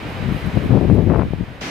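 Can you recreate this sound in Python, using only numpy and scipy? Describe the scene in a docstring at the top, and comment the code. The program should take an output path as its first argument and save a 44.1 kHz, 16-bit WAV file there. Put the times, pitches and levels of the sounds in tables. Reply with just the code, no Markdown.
"""Storm wind buffeting the left microphone port, on a wooded hillside. Eddies pass as suction pulses,
finer and harsher at the height of the gust, and a few catch the right port too. The strongest gusts
throb and rip. Fine spray ticks close to the microphone while the forest roars in the distance.
The wind drops, then a brighter rush sets in abruptly."""
import sys
import numpy as np
from scipy import signal
from scipy.io import wavfile
from scipy.ndimage import uniform_filter1d

SR = 44100
rng = np.random.default_rng(int(sys.argv[2]) if len(sys.argv) > 2 else 0)


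def transcribe(u):
    """Save the signal u as a 16-bit wav file named by the first command-line argument.

    u: samples, shape (n,) or (channels, n), limited to [-1, 1]; the rate is SR.
    q: integer samples, one column per channel.
    """
    v = np.clip(np.atleast_2d(u).T, -1, 1)
    q = np.round(v * 32767).astype(np.int16)
    wavfile.write(sys.argv[1], SR, q)


N = 74970
TIME_S = np.arange(N) / SR


def from_db(db):
    """Decibels to gain."""
    return 10 ** (np.asarray(db) / 20)


def rms_one(x):
    """Scale to rms 1."""
    return x / np.sqrt(np.mean(x ** 2) + 1e-20)


def level_curve(rows):
    """Gain over time from rows of time_s, level_db."""
    time_s, level_db = np.transpose(rows)
    return from_db(np.interp(TIME_S, time_s, level_db))


def gate(start_s, length_s, edge_s=0.0044):
    """Fade in, hold, fade out."""
    return np.clip(np.minimum(TIME_S - start_s, start_s + length_s - TIME_S) / edge_s + .5, 0, 1)


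def bursts(rows):
    """Gain over time from rows of start_s, length_s, level_db."""
    return sum(from_db(level_db) * gate(start_s, length_s) for start_s, length_s, level_db in rows)


def at_hz(rows, hz):
    """Read a table on a log-frequency axis."""
    freq_hz, value = np.transpose(rows)
    return np.interp(np.log(hz), np.log(freq_hz), value)


def butter(x, hz, kind):
    """Causal Butterworth filter."""
    sos = signal.butter(2, np.clip(hz, 10, .45 * SR), kind, fs=SR, output="sos")
    return signal.sosfilt(sos, x + 1e-18)


def drift(rate_hz):
    """Slow random wander of spread 1."""
    hop, settle = 40, 2000
    pole = np.exp(-2 * np.pi * rate_hz * hop / SR)
    white = rng.standard_normal(N // hop + settle + 2)
    slow = signal.lfilter([1], [1, -2 * pole, pole * pole], white)[settle:]
    return np.interp(np.arange(N) / hop, np.arange(len(slow)), rms_one(slow))


def airy_noise(spectrum, correlation, flicker_db, flicker_hz):
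    """Third-octave bands of stereo noise, each with its own level, flicker and width; rms 1."""
    edges_hz = 25 * 2 ** (np.arange(29) / 3)
    shared_flicker = drift(flicker_hz)
    white = rng.standard_normal((2, 2, N))
    out = 0
    for k, (low, high) in enumerate(zip(edges_hz, edges_hz[1:])):
        mid, side = butter(white[k % 2], [low, high], "band")
        centre_hz = np.sqrt(low * high)
        alike = at_hz(correlation, centre_hz)
        flicker = .5 * shared_flicker + drift(flicker_hz)
        gain = from_db(at_hz(spectrum, centre_hz) + flicker_db * flicker)
        out += gain * (np.sqrt(1 + alike) * mid + np.sqrt(1 - alike) * side * [[1], [-1]])
    return rms_one(out)


def suction(time_s, width_s):
    """The bell-shaped pressure dip of one eddy: (samples it covers, pressure)."""
    span_s = np.array([time_s - 20 * width_s, time_s + 20 * width_s])
    first, last = np.clip(span_s * SR, 0, N).astype(int)
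    offset = (TIME_S[first:last] - time_s) / width_s
    taper = np.cos(np.pi * offset / 40) ** 2
    return slice(first, last), -taper / (1 + offset ** 2)


def lone_eddies(rows, band_hz):
    """One band-limited dip for each row of time_s, depth_db, half_width_s."""
    pressure = np.zeros(N)
    for time_s, depth_db, width_s in rows:
        near, dip = suction(time_s, width_s)
        pressure[near] += from_db(depth_db) * dip
    return butter(butter(pressure, band_hz[0], "high"), band_hz[1], "low")


def eddies(speed, per_s, width_s, width_spread, spread_db, band_hz, even_s, regularity=4):
    """Suction pulses of varied width and depth, carried past at a relative speed; evened to rms 1."""
    count = 1500
    pressure, speed = np.zeros(N), speed * np.ones(N)
    gaps = rng.gamma(regularity, 1 / regularity, count)
    arrivals = np.searchsorted(np.cumsum(speed) * per_s / SR, np.cumsum(gaps))
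    for i, (wide, deep) in zip(arrivals, rng.standard_normal((count, 2))):
        if i < N:
            near, dip = suction(i / SR, width_s * np.exp(width_spread * wide) / speed[i])
            pressure[near] += from_db(spread_db * deep) * dip
    pressure = butter(butter(pressure - pressure.mean(), band_hz[0], "high"), band_hz[1], "low")
    window = int(even_s * SR) + 1
    power = uniform_filter1d(uniform_filter1d(pressure ** 2, window), window)
    return pressure / np.sqrt(np.abs(power) + 1e-9)


# Roar of the distant trees: time_s, relative_level_db
ROAR_LEVELS = [(0.03, -42.5), (0.56, -42), (0.786, -45.5), (0.846, -45.5), (1.05, -49), (1.202, -48.5),
               (1.228, -49.5), (1.558, -50.5), (1.59, -50.5)]
# Its tone at the microphone: freq_hz, relative_density_db
ROAR_SPECTRUM = [(30, 1.5), (90, -1.5), (250, 0.5), (420, -3.5), (650, -5), (1200, -9), (2200, -10),
                 (3900, -20.5), (6000, -34.5), (9000, -39.5), (13000, -41), (15500, -44)]
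# Its stereo image: freq_hz, left_right_correlation
ROAR_CORRELATION = [(100, 1), (600, 0.77), (1250, 0.15), (2200, 0.55), (3500, 0.37), (7000, 0.4),
                    (13000, 0.38)]


def forest():
    """Wind in far conifers: a smooth roar, a little right of centre, slowly easing."""
    gain_db, pan_db = 12.5, 0.83
    roar = airy_noise(ROAR_SPECTRUM, ROAR_CORRELATION, flicker_db=0.41, flicker_hz=6)
    return from_db(gain_db) * level_curve(ROAR_LEVELS) * roar * from_db([[-pan_db], [pan_db]])


# Tone of the closing rush of air: freq_hz, relative_density_db
RUSH_SPECTRUM = [(40, -11), (110, -1.5), (230, 4.5), (450, -2.5), (900, -6.5), (2100, -4.5), (3200, -9.5),
                 (5700, -14), (8000, -29), (12500, -34.5), (15000, -44)]
# Its stereo image: freq_hz, left_right_correlation
RUSH_CORRELATION = [(300, 0.96), (700, 0.61), (1200, -0.22), (2000, 0.47), (3500, -0.063), (10000, 0.1)]


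def rush():
    """A brighter, wider rush of air that starts at once and holds."""
    start_s, attack_s, level_db = 1.607, 0.0076, -28
    onset = np.clip((TIME_S - start_s) / attack_s, 0, 1)
    air = airy_noise(RUSH_SPECTRUM, RUSH_CORRELATION, flicker_db=0.64, flicker_hz=10.4)
    return from_db(level_db) * onset * air


# Flurries of spray close to the microphone: start_s, length_s, level_db
SPRAY_FLURRIES = [(0.085, 0.047, -62), (0.32, 0.11, -61), (0.458, 0.02, -57), (0.635, 0.048, -62),
                  (0.937, 0.03, -64), (1.03, 0.017, -65), (1.162, 0.033, -66.5)]


def spray():
    """Tiny drops tick at random on both sides, louder in each flurry."""
    drops_per_s, floor_db, crossfeed = 730, -75, 0.33
    sizes = from_db(2.7 * np.minimum(rng.exponential(1, (2, N)), 4))
    signs = rng.choice([-1, 1], (2, N))
    impacts = sizes * signs * (rng.random((2, N)) < drops_per_s / SR)
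    ticks = rms_one(butter(impacts + crossfeed * impacts[::-1], [8500, 15000], "band"))
    return (from_db(floor_db) + bursts(SPRAY_FLURRIES)) * ticks


# Larger drops landing nearby: start_s, relative_peak_db, left_minus_right_db
NEAR_DROPS = [(0.327, -41, -2), (0.334, -46, 0), (0.375, -49, -2), (0.462, -49, -6), (0.469, -48, 2),
              (0.638, -40, -3), (0.941, -42, -7)]


def splashes():
    """Each larger drop bursts into a short, high fizz."""
    decay_s = 0.0019
    envelope = np.zeros((2, N))
    for start_s, peak_db, pan_db in NEAR_DROPS:
        decay = (TIME_S >= start_s) * np.exp(-np.abs(TIME_S - start_s) / decay_s)
        envelope += from_db([[peak_db + pan_db / 2], [peak_db - pan_db / 2]]) * decay
    return envelope * butter(rng.standard_normal((2, N)), [10500, 15000], "band")


# Mist around the microphone: time_s, relative_level_db
MIST_LEVELS = [(0.03, -65), (0.512, -59.5), (0.886, -64.5), (0.994, -65), (1.358, -69), (1.59, -71)]


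def mist():
    """The finest spray merges into a continuous hiss."""
    gain_db, correlation = -3.5, 0.54
    centre = np.sqrt(correlation) * rng.standard_normal(N)
    sides = np.sqrt(1 - correlation) * rng.standard_normal((2, N))
    hiss = rms_one(butter(centre + sides, [8500, 14300], "band"))
    return from_db(gain_db) * level_curve(MIST_LEVELS) * hiss


# Puffs on the right port: start_s, length_s, level_db
PUFFS = [(0.642, 0.059, -23.5), (0.735, 0.034, -29), (0.845, 0.0082, -17), (0.962, 0.023, -29),
         (1.258, 0.0325, -22), (1.34, 0.11, -34)]


def puffs():
    """Brief runs of eddies catch the right port."""
    return bursts(PUFFS) * eddies(speed=0.99, per_s=160, width_s=0.00089, width_spread=0.3,
                                  spread_db=1, band_hz=(68, 600), even_s=0.016)


# Spells of tearing at the left port: start_s, length_s, level_db
TEAR_SPELLS = [(0.7, 0.092, -30.5), (1.097, 0.131, -25)]


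def tearing():
    """The flow tears at the port: a dense rasp of tiny eddies."""
    return bursts(TEAR_SPELLS) * eddies(speed=1, per_s=520, width_s=0.00034, width_spread=0.22,
                                        spread_db=5, band_hz=(650, 1600), even_s=0.02)


# Sharp rips within the tearing: time_s, relative_depth_db
RIP_DIPS = [(1.0999, -4), (1.1091, -7.5), (1.125, -12), (1.136, -9), (1.147, -0.5), (1.1588, -1),
            (1.194, -3.5), (1.197, -4), (1.2127, -6.5), (1.22, -3.5)]


def rips():
    """The flow breaks away from the port's edge: very narrow dips that crackle."""
    width_s = 0.00018
    return lone_eddies([(time_s, db, width_s) for time_s, db in RIP_DIPS], band_hz=(440, 1860))


# Slaps on the left port: time_s, relative_depth_db, half_width_s
SLAP_DIPS = [(0.23, -16, 0.002), (0.29, -20, 0.0011), (0.306, -12, 0.002), (0.446, -11, 0.0016),
             (0.573, 3.5, 0.00091), (0.707, -1.5, 0.00046), (0.775, -2, 0.00031), (0.9, 2.5, 0.00035),
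             (0.945, -3, 0.0011), (0.982, -2.5, 0.00047), (1.084, -4, 0.00064), (1.103, -1.5, 0.00033),
             (1.233, -2, 0.00045), (1.251, -10, 0.00052), (1.335, 0, 0.00061), (1.341, -5, 0.0017)]


def slaps():
    """Lone hard eddies, each one deep dip."""
    return lone_eddies(SLAP_DIPS, band_hz=(111, 1540))


# Spells of throbbing at the left port: start_s, length_s, level_db
THROB_SPELLS = [(0.44, 0.058, -21.5), (0.705, 0.037, -19), (0.737, 0.052, -12.5), (0.895, 0.042, -10),
                (1.396, 0.042, -21)]


def throbbing():
    """Eddies are shed almost evenly, so the buffeting throbs."""
    return bursts(THROB_SPELLS) * eddies(speed=1, per_s=170, width_s=0.0015, width_spread=0.11,
                                         spread_db=1, band_hz=(133, 258), even_s=0.018, regularity=15.2)


# Pressure of the small eddies on the left port: time_s, relative_level_db
FLUTTER_LEVELS = [(0.52, -67), (0.572, -21), (0.594, -49), (0.616, -34.5), (0.652, -30), (0.676, -52),
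                  (0.698, -27), (0.776, -19), (0.794, -42), (0.81, -19.5), (0.83, -24), (0.846, -21),
                  (0.88, -37.5), (0.912, -24.5), (0.936, -27), (0.984, -20), (1.015, -26.5), (1.05, -37.5),
                  (1.11, -24), (1.2, -25), (1.248, -33.5), (1.29, -50)]


def flutter():
    """Small, quick eddies flutter while the gust is strong."""
    gain_db = 7.5
    envelope = level_curve(FLUTTER_LEVELS) * gate(start_s=0.46, length_s=0.76, edge_s=0.016)
    pulses = eddies(speed=0.99, per_s=300, width_s=0.00055, width_spread=0.21,
                    spread_db=2.5, band_hz=(214, 830), even_s=0.024)
    return from_db(gain_db) * envelope * pulses


# Pressure of the large eddies on the left port: time_s, relative_level_db
GUST_LEVELS = [(0.0, -38), (0.04, -40), (0.062, -28), (0.09, -39), (0.15, -35), (0.235, -25), (0.295, -21),
               (0.358, -23), (0.402, -41.5), (0.44, -25), (0.482, -23.5), (0.516, -39.5), (0.558, -17),
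               (0.576, -16.5), (0.606, -29), (0.662, -20), (0.68, -38.5), (0.704, -15.5), (0.762, -16.5),
               (0.8, -21.5), (0.89, -18), (0.94, -13), (0.956, -17), (0.994, -15), (1.022, -18.5),
               (1.115, -14.5), (1.15, -21), (1.188, -16.5), (1.27, -27), (1.292, -32.5), (1.308, -25),
               (1.335, -27), (1.368, -33), (1.406, -23), (1.436, -26.5), (1.458, -50.5), (1.482, -33.5),
               (1.6, -45.5), (1.628, -38.5), (1.7, -45)]


def rumble():
    """Large eddies rumble; stronger air moves faster, so they are shorter and come more often."""
    gain_db, full_gust_db = 6, -15
    gust = level_curve(GUST_LEVELS)
    speed = (gust / from_db(full_gust_db)) ** 0.24
    pulses = eddies(speed, per_s=175, width_s=0.001, width_spread=0.19,
                    spread_db=4.5, band_hz=(71.7, 476), even_s=0.024)
    return from_db(gain_db) * gust * pulses


def buffeting():
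    """Wind right on the microphone: the left port takes the gust, the right a leak and its own puffs."""
    leak_db, port_low_hz = -14, 41
    left = rumble() + flutter() + tearing() + throbbing() + rips() + slaps()
    right = from_db(leak_db) * left + puffs()
    return butter(np.array([left, right]), port_low_hz, "high")


def scene():
    """Buffeting on the microphone and spray nearby, over the far roar and the closing rush."""
    return forest() + rush() + spray() + splashes() + mist() + buffeting()


def record(dry):
    """The strongest peaks are rounded and the top treble is cut."""
    cutoff_hz = 15500
    rounded = dry / (1 + dry ** 8) ** (1 / 8)
    return signal.sosfilt(signal.ellip(10, .2, 80, cutoff_hz, fs=SR, output="sos"), rounded)


dry = scene()
out = record(dry)
transcribe(out)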